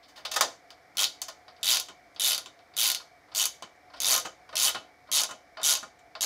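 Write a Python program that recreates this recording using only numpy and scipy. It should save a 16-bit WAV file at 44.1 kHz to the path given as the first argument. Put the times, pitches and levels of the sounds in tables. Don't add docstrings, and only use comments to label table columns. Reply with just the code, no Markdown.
import sys
import numpy as np
from scipy import signal
from scipy.fft import rfft, irfft, next_fast_len
from scipy.io import wavfile
from scipy.ndimage import uniform_filter1d, map_coordinates

SR = 44100
rng = np.random.default_rng(int(sys.argv[2]) if len(sys.argv) > 2 else 0)


def file_out(sig):
    cols = np.atleast_2d(sig).T
    lim = np.clip(cols, -1, 1)
    pcm = np.round(lim * 32767).astype(np.int16)
    wavfile.write(sys.argv[1], SR, pcm)


def attenuation_scalar(level_db):
    decades = np.asarray(level_db, float) / 20
    return 10 ** decades


N = 275625
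CONTACT_LENGTH = 16384

# (t/s, shelf/dB, socket/dB, head/dB, chatter t60/s)
BITE_KNOCKS = [(1.884, -39, -35.5, -37.5, 0.021), (1.895, -34, -51, -67, 0.0028),
               (2.459, -35, -29, -32.5, 0.0067), (2.591, -51.5, -43, -68, 0.0044),
               (2.999, -39, -42, -66, 0.023), (3.623, -28, -29, -31.5, 0.0097),
               (3.759, -69, -73, -63.5, 0.0146), (4.249, -28, -30.5, -34, 0.057),
               (4.26, -37, -48, -28, 0.011), (4.7458, -24, -24.5, -34, 0.036),
               (5.289, -35, -39.5, -41, 0.045), (5.308, -32, -33.5, -32.5, 0.028),
               (5.828, -30.5, -37.5, -37, 0.021), (5.989, -62, -56, -52, 0.022)]


def ratchet():
    # (start t/s, tooth gaps, first gap/ms, gap at full speed/ms, gap as the hand slows/ms)
    swings = [
        (0.9701, 6, 11.3, 8.5, 11.3),
        (1.6301, 14, 13.7, 5.6, 13.5),
        (2.1967, 16, 10.9, 5.4, 16.3),
        (2.7668, 15, 9.9, 7.3, 15.8),
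        (3.3486, 9, 10.4, 8.1, 12.6),
        (4.0023, 17, 15.7, 4.7, 15.8),
        (4.5547, 16, 12.6, 4.6, 10.8),
        (5.1158, 13, 8.9, 5.2, 10.7),
        (5.6316, 15, 7.9, 5.1, 15.2),
        (6.2083, 3, 10.2, 8.2, 9.2),
    ]
    stalls = [9.5, 28.2, 31.6, 31.2, 16.1, 20.4, 21.7, 18.6, 20, 7.9]
    # (socket/dB, head/dB, pawl/dB, growth over the swing/dB, last tooth/dB)
    force = [(-21, -23.5, -25.5, 6.5, 2.5), (-21.5, -23.5, -26, 3.5, 1), (-22.5, -25, -25, 2.5, 0),
             (-22.5, -24.5, -23, 5, 0.3), (-25.5, -21, -26, 4.5, 6), (-24, -22, -22, 6.5, -9),
             (-23.5, -22, -23.5, 3.5, -19), (-25, -22, -25.5, -0.5, 6.5), (-24, -20.5, -23, 3.2, -10),
             (-25.5, -24.5, -27.5, 0, 4.5)]
    # (level on the way/dB, share of the swing there, at the end/dB)
    grip = [(-36.5, 0.052, -34.5), (-31.5, 1, -41), (-44, 0.29, -36), (-37, 0.93, -39.5), (-42, 0.46, -36),
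            (-28, 0.89, -49), (-31.5, 1, -57), (-35.5, 0.69, -31), (-34.5, 0.64, -38), (-31, 0.98, -37)]
    # (socket f/Hz, share of the swing, socket f/Hz after, pawl f/Hz)
    lean = [(3050, .7, 4400, 11100), (3500, .5, 4800, 11700), (3800, .7, 4500, 11700),
            (3400, .4, 4600, 11600), (4500, .35, 3100, 11700), (4800, .55, 4500, 10300),
            (4700, .65, 3200, 10800), (4300, .85, 4750, 10300), (3400, .5, 4500, 10500),
            (4400, .5, 4200, 11100)]
    grip_start_db = -45.5
    arch_db, scatter_db = 3, 2
    first_chatter_s, last_chatter_s = 0.015, 0.0066

    rows, shares, lean_hz = [], [], []
    for row, stall_ms, strength, shaking, favoured in zip(swings, stalls, force, grip, lean):
        *drop_db, growth_db, last_db = strength
        grip_db, peak_share, end_db = shaking
        early_hz, turn, late_hz, pawl_hz = favoured
        s = swing(*row, stall_ms)
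        u = np.linspace(0, 1, len(s))
        effort_db = growth_db * (u - .5) - arch_db * (2 * u - 1) ** 2 + last_db * (u == 1)
        scatter = scatter_db * rng.standard_normal((len(s), len(drop_db)))
        level_db = np.add.outer(effort_db, drop_db) + scatter
        shelf_db = np.interp((s - s[0]) / np.ptp(s), [0, np.clip(peak_share, .05, .95), 1],
                             [grip_start_db, grip_db, end_db])
        socket_hz = np.where(u < turn, early_hz, late_hz)
        shares.append(u)
        lean_hz.append(np.column_stack([socket_hz, np.full(len(u), pawl_hz)]))
        rows.append(np.column_stack([s, shelf_db, level_db]))
    chatter_s = np.interp(np.concatenate(shares), [.5, 1], [first_chatter_s, last_chatter_s])[:, None]
    return contacts(np.concatenate(rows), np.concatenate(lean_hz), chatter_s,
                    rise_s=.0004, snap_db=1, ring_db=4.5, wet_db=8.0)


def swing(start_s, gaps, first_ms, fast_ms, late_ms, stall_ms):
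    u = np.linspace(0, 1, gaps)
    early, late = (1 - u) ** 1.5, u ** 4
    gap_ms = first_ms ** early * fast_ms ** (1 - early - late) * late_ms ** late
    return start_s + np.cumsum([0, *gap_ms, stall_ms]) / 1000


def knocks():
    # (t/s, shelf/dB, socket/dB, head/dB, chatter t60/s)
    seating = [(0.026, -59, -50, -64, 0.17), (0.079, -57, -51.5, -54.5, 0.18), (0.158, -49, -42, -50, 0.06),
               (0.168, -42, -42.5, -51, 0.16), (0.25, -30, -22, -31.5, 0.032),
               (0.313, -34, -24, -25, 0.039), (0.337, -34.5, -26.5, -26.5, 0.044),
               (0.36, -19, -18.5, -18, 0.041), (0.4084, -9, -8.5, -6.5, 0.011),
               (0.704, -36.5, -32.5, -40, 0.0054), (1.2164, -32.5, -21.5, -16, 0.0069),
               (1.282, -34.5, -31.5, -32, 0.031), (1.48, -40.5, -37.5, -63, 0.012),
               (1.564, -61, -46.5, -66, 0.011), (1.592, -46, -66, -68, 0.0094)]
    # (t/s, shelf/dB, socket/dB, head/dB, chatter t60/s)
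    slack = [(0.95, -47.5, -57, -56, 0.036), (1.611, -63, -53, -54, 0.013), (2.147, -56, -55, -50.5, 0.008),
             (2.162, -36, -29.5, -55, 0.0025), (2.737, -49.5, -43, -86.5, 0.017),
             (2.76, -54, -48, -48.5, 0.026), (3.284, -50.5, -57, -79, 0.023),
             (3.316, -43, -44.5, -72, 0.052), (3.338, -60, -55, -51, 0.043), (3.9, -44, -51, -75.5, 0.017),
             (3.934, -39, -42, -56.5, 0.077), (3.962, -52, -43, -56, 0.093), (4.491, -38, -39.5, -50, 0.01),
             (4.512, -49.5, -77, -63, 0.012), (4.526, -32, -39.5, -53, 0.048),
             (5.072, -49.5, -51, -70, 0.019), (5.087, -40.5, -53, -71, 0.033),
             (5.57, -29, -34.5, -79, 0.02), (5.596, -30.5, -37.5, -72, 0.02),
             (5.614, -34.5, -33.5, -38.5, 0.031), (6.152, -26, -27, -83, 0.0056)]
    pawl_under_head = [5.5, 10, 12]
    # (socket f/Hz, shelf f/Hz)
    knock_lean = [(4960, 1800), (4700, 640), (2850, 1230)]

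    rows = []
    for kind, under_db in zip(map(np.array, [seating, slack, BITE_KNOCKS]), pawl_under_head):
        pawl_db = kind[:, -2] - under_db
        rows.append(np.column_stack([kind[:, :-1], pawl_db, kind[:, -1]]))
    rows = np.concatenate(rows)
    chatter_s = np.clip(rows[:, 5:], .004, .15)
    lean_hz = np.repeat(knock_lean, [len(seating), len(slack), len(BITE_KNOCKS)], axis=0)
    return attenuation_scalar(-8.0) * contacts(rows, lean_hz, chatter_s, rise_s=0.0027 + 0.058 * chatter_s,
                                snap_db=-11, ring_db=4, wet_db=10)


def contacts(table, lean_hz, chatter_s, rise_s, snap_db, ring_db, wet_db):
    # (f/Hz, width/Hz, level/dB)
    shelf = [(290, 50, 0), (520, 60, -5), (640, 45, 2), (800, 70, -8), (1045, 45, 3), (1250, 30, 1),
             (1420, 35, 6), (1800, 60, -5)]
    socket = [(2070, 90, -5), (2330, 140, -5), (2650, 120, -4), (3015, 70, 2), (3250, 150, -4),
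              (3640, 170, 0), (3860, 130, -4), (4320, 120, -2), (4570, 130, -1), (4830, 100, -1),
              (5180, 130, -4)]
    head = [(5900, 200, -4), (6300, 250, -3), (6600, 200, -4), (7170, 160, -4), (8200, 300, -6),
            (8800, 300, -6)]
    pawl = [(10400, 300, 1), (11100, 400, -4), (11750, 300, 0), (14400, 350, -2), (14950, 350, 2)]
    # (f/Hz, width/Hz, level/dB)
    crack = [(1000, 1600, 0), (3700, 3600, 0), (6800, 3600, 0), (11000, 7500, 0)]
    radiation = [-28, -27.5, -28.5, -28.5]
    # (f/Hz, level/dB)
    room_colour = [(300, -6.5), (1500, -3.5), (5000, -9), (9000, -8.5), (15000, -8)]
    seat_width, seat_db = .22, 6

    t, f = np.arange(CONTACT_LENGTH) / SR, np.fft.rfftfreq(CONTACT_LENGTH, 1 / SR)
    snap = attenuation_scalar(snap_db - 60 * t / .0025)
    envelope = (attenuation_scalar(-60 * t / chatter_s) + snap) * (1 - np.exp(-t / rise_s))
    chatter = rfft(rng.standard_normal((len(table), CONTACT_LENGTH)) * envelope)
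    seat = 8 + modes([(hz, seat_width * hz, seat_db) for hz in lean_hz[:, 0]], f)
    dry = wet = 0
    for k, part in enumerate([shelf, socket, head, pawl]):
        luck = uniform_filter1d(rng.standard_normal((len(table), len(part))), size=3, axis=0)
        turned_db = facing(table[:, 0], part) * (k > 0)
        struck = attenuation_scalar(ring_db + 5 * luck + turned_db + leaning(lean_hz, part))
        body = (1 + struck @ modes(part, f)) * modes(crack, f)[k] ** 3
        if part is socket:
            body = body * seat
        gain = attenuation_scalar(table[:, k + 1, None] + radiation[k]) * np.sqrt(chatter_s / .01)
        rung = chatter * body
        dry = dry + gain / spectrum_size(rung) * rung
        wet = wet + gain / spectrum_size(body) * body
    tails = rfft(room(len(table)), CONTACT_LENGTH)
    wet = irfft(wet * attenuation_scalar(wet_db + along(room_colour, f)) * tails)
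    wet = wet * (1 - np.exp(-t / (0.00033 + 0.17 * chatter_s)))
    where = np.round(table[:, :1] * SR).astype(int) + np.arange(CONTACT_LENGTH)
    return np.bincount(where.ravel(), (irfft(dry) + wet).ravel(), N + CONTACT_LENGTH)[:N]


def spectrum_size(z):
    return np.linalg.norm(z, axis=1, keepdims=True) / CONTACT_LENGTH


def facing(s, part):
    # (t/s, boost/dB at each of facing_hz)
    pose = np.array([(1.001, 2.5, 0.96, -12, 1), (1.7, 3.5, 1.2, -8, -1.1), (2.299, -0.5, 0.31, 2.5, 1),
                     (2.83, -0.6, 0.38, -6, 6), (3.398, -0.5, 0.15, -3, 9), (4.079, 5, 0.55, -22, -23),
                     (4.63, 1.5, 1.3, 4, 11), (5.169, 7.5, 0.54, 2, 2), (5.699, 7, 0.82, -10.5, -4.5),
                     (6.22, 0, 0.092, -3, -18)])
    facing_hz = [3000, 4600, 11700, 15000]
    steady_hz = 6500
    boost = np.array([np.interp(s, pose[:, 0], c) for c in pose[:, 1:].T])
    mode_hz = np.array(part)[:, 0]
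    share = []
    for only_one in np.eye(len(facing_hz)):
        points = sorted([*zip(facing_hz, only_one), (steady_hz, 0)])
        share.append(along(points, mode_hz))
    return boost.T @ np.array(share)


def leaning(lean_hz, part):
    octaves = np.log2(np.array(part)[:, 0] / lean_hz[:, :, None])
    return 6 * np.exp(-.5 * (octaves / .14) ** 2).sum(axis=1)


def room(count):
    # (f/Hz, t60/s)
    nearby = [(300, 0.39), (1000, 0.1), (2500, 0.11), (5500, 0.15), (9000, 0.088), (15000, 0.056)]
    noise = rng.standard_normal((count, CONTACT_LENGTH * 3 // 4))
    hz, t, z = signal.stft(noise, SR, nperseg=256)
    t60 = along(nearby, hz)[:, None]
    decay = attenuation_scalar(-60 * t / t60) + attenuation_scalar(-18.0 - 60 * t / (4.5 * t60))
    tail = signal.istft(z * decay, SR, nperseg=256)[1]
    tail = tail * np.cos(np.linspace(0, np.pi / 2, tail.shape[1])) ** 2
    return tail / np.linalg.norm(tail, axis=1, keepdims=True)


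def shake(steel):
    effort = np.sqrt(np.abs(uniform_filter1d(steel ** 2, size=4000)))
    return attenuation_scalar(-32.5) * effort * hum(131, 1060)


def thuds():
    t60_s = 0.21
    s, shelf_db = np.transpose(BITE_KNOCKS)[:2]
    pushes = np.bincount(np.round(s * SR).astype(int), attenuation_scalar(shelf_db), N)
    push = signal.lfilter([1], [1, -attenuation_scalar(-60 / (t60_s * SR))], pushes)
    return attenuation_scalar(-22.5) * push * hum(248, 410)


def fan():
    # (f/Hz, level/dB per Hz)
    rush_colour = [(30, -25.5), (60, -16), (112, -20), (250, -25), (530, -17), (720, -21), (950, -24),
                   (1500, -22), (2300, -19.5), (2560, -35), (5300, -32), (7500, -42), (14800, -47.5),
                   (16500, -71)]
    # (f/Hz, width/Hz, level/dB)
    duct = [(295, 50, -16), (683, 30, -10), (730, 34, -6.5), (850, 30, -16), (1155, 20, -21),
            (2275, 90, -16)]
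    # (t/s, level/dB)
    fan_level = [(0.0, -59.5), (0.42, -53), (0.499, -57), (3.919, -57.5), (4.12, -48), (4.3, -57.5),
                 (4.72, -54.5), (4.8, -57.5), (6.25, -58)]
    tones = 0
    for hz, width, level_db in duct:
        waver_db = 2.5 * wobble(5)
        tones = tones + attenuation_scalar(level_db + waver_db) * hum(hz, width)
    rush = attenuation_scalar(-3.5) * coloured(lambda f: attenuation_scalar(along(rush_colour, f)))
    s, db = np.transpose(fan_level)
    return attenuation_scalar(np.interp(np.arange(N) / SR, s, db)) * (rush + tones)


def wobble(rate):
    knots = rng.standard_normal(int(N * rate / SR) + 4)
    return map_coordinates(knots, [np.arange(N) * rate / SR])


def hum(hz, width):
    return coloured(lambda f: np.abs(modes([(hz, width, 0)], f)[0]) ** 2)


def coloured(gain):
    m = next_fast_len(N)
    spectrum = rfft(rng.standard_normal(m)) * gain(np.fft.rfftfreq(m, 1 / SR))
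    return unit(irfft(spectrum, m)[:N])


def modes(table, f):
    hz, width, db = np.transpose(table)[:, :, None]
    return attenuation_scalar(db) * 1j * f * width / (hz * hz - f * f + 1j * f * width)


def along(points, hz):
    f, v = np.transpose(points)
    return np.interp(np.log(hz + 1), np.log(f + 1), v)


def unit(x):
    return x / np.sqrt(np.mean(x ** 2) + 1e-20)


def scene():
    steel = ratchet() + knocks()
    return (steel + shake(steel) + thuds() + fan())[None]


def top_cut(x):
    return signal.sosfilt(signal.butter(12, 16870, fs=SR, output="sos"), x)


def record(dry):
    f = np.fft.rfftfreq(N, 1 / SR)
    treble_edge = np.clip((15850 - f) / 200, .004, 1)
    bass_edge = 1 / (1 + (45 / (f + 1)) ** 4)
    soft = dry / (1 + np.abs(dry / .45) ** 4) ** .25
    return top_cut(irfft(rfft(soft) * treble_edge * bass_edge, N))


dry = scene()
out = record(dry)
file_out(out)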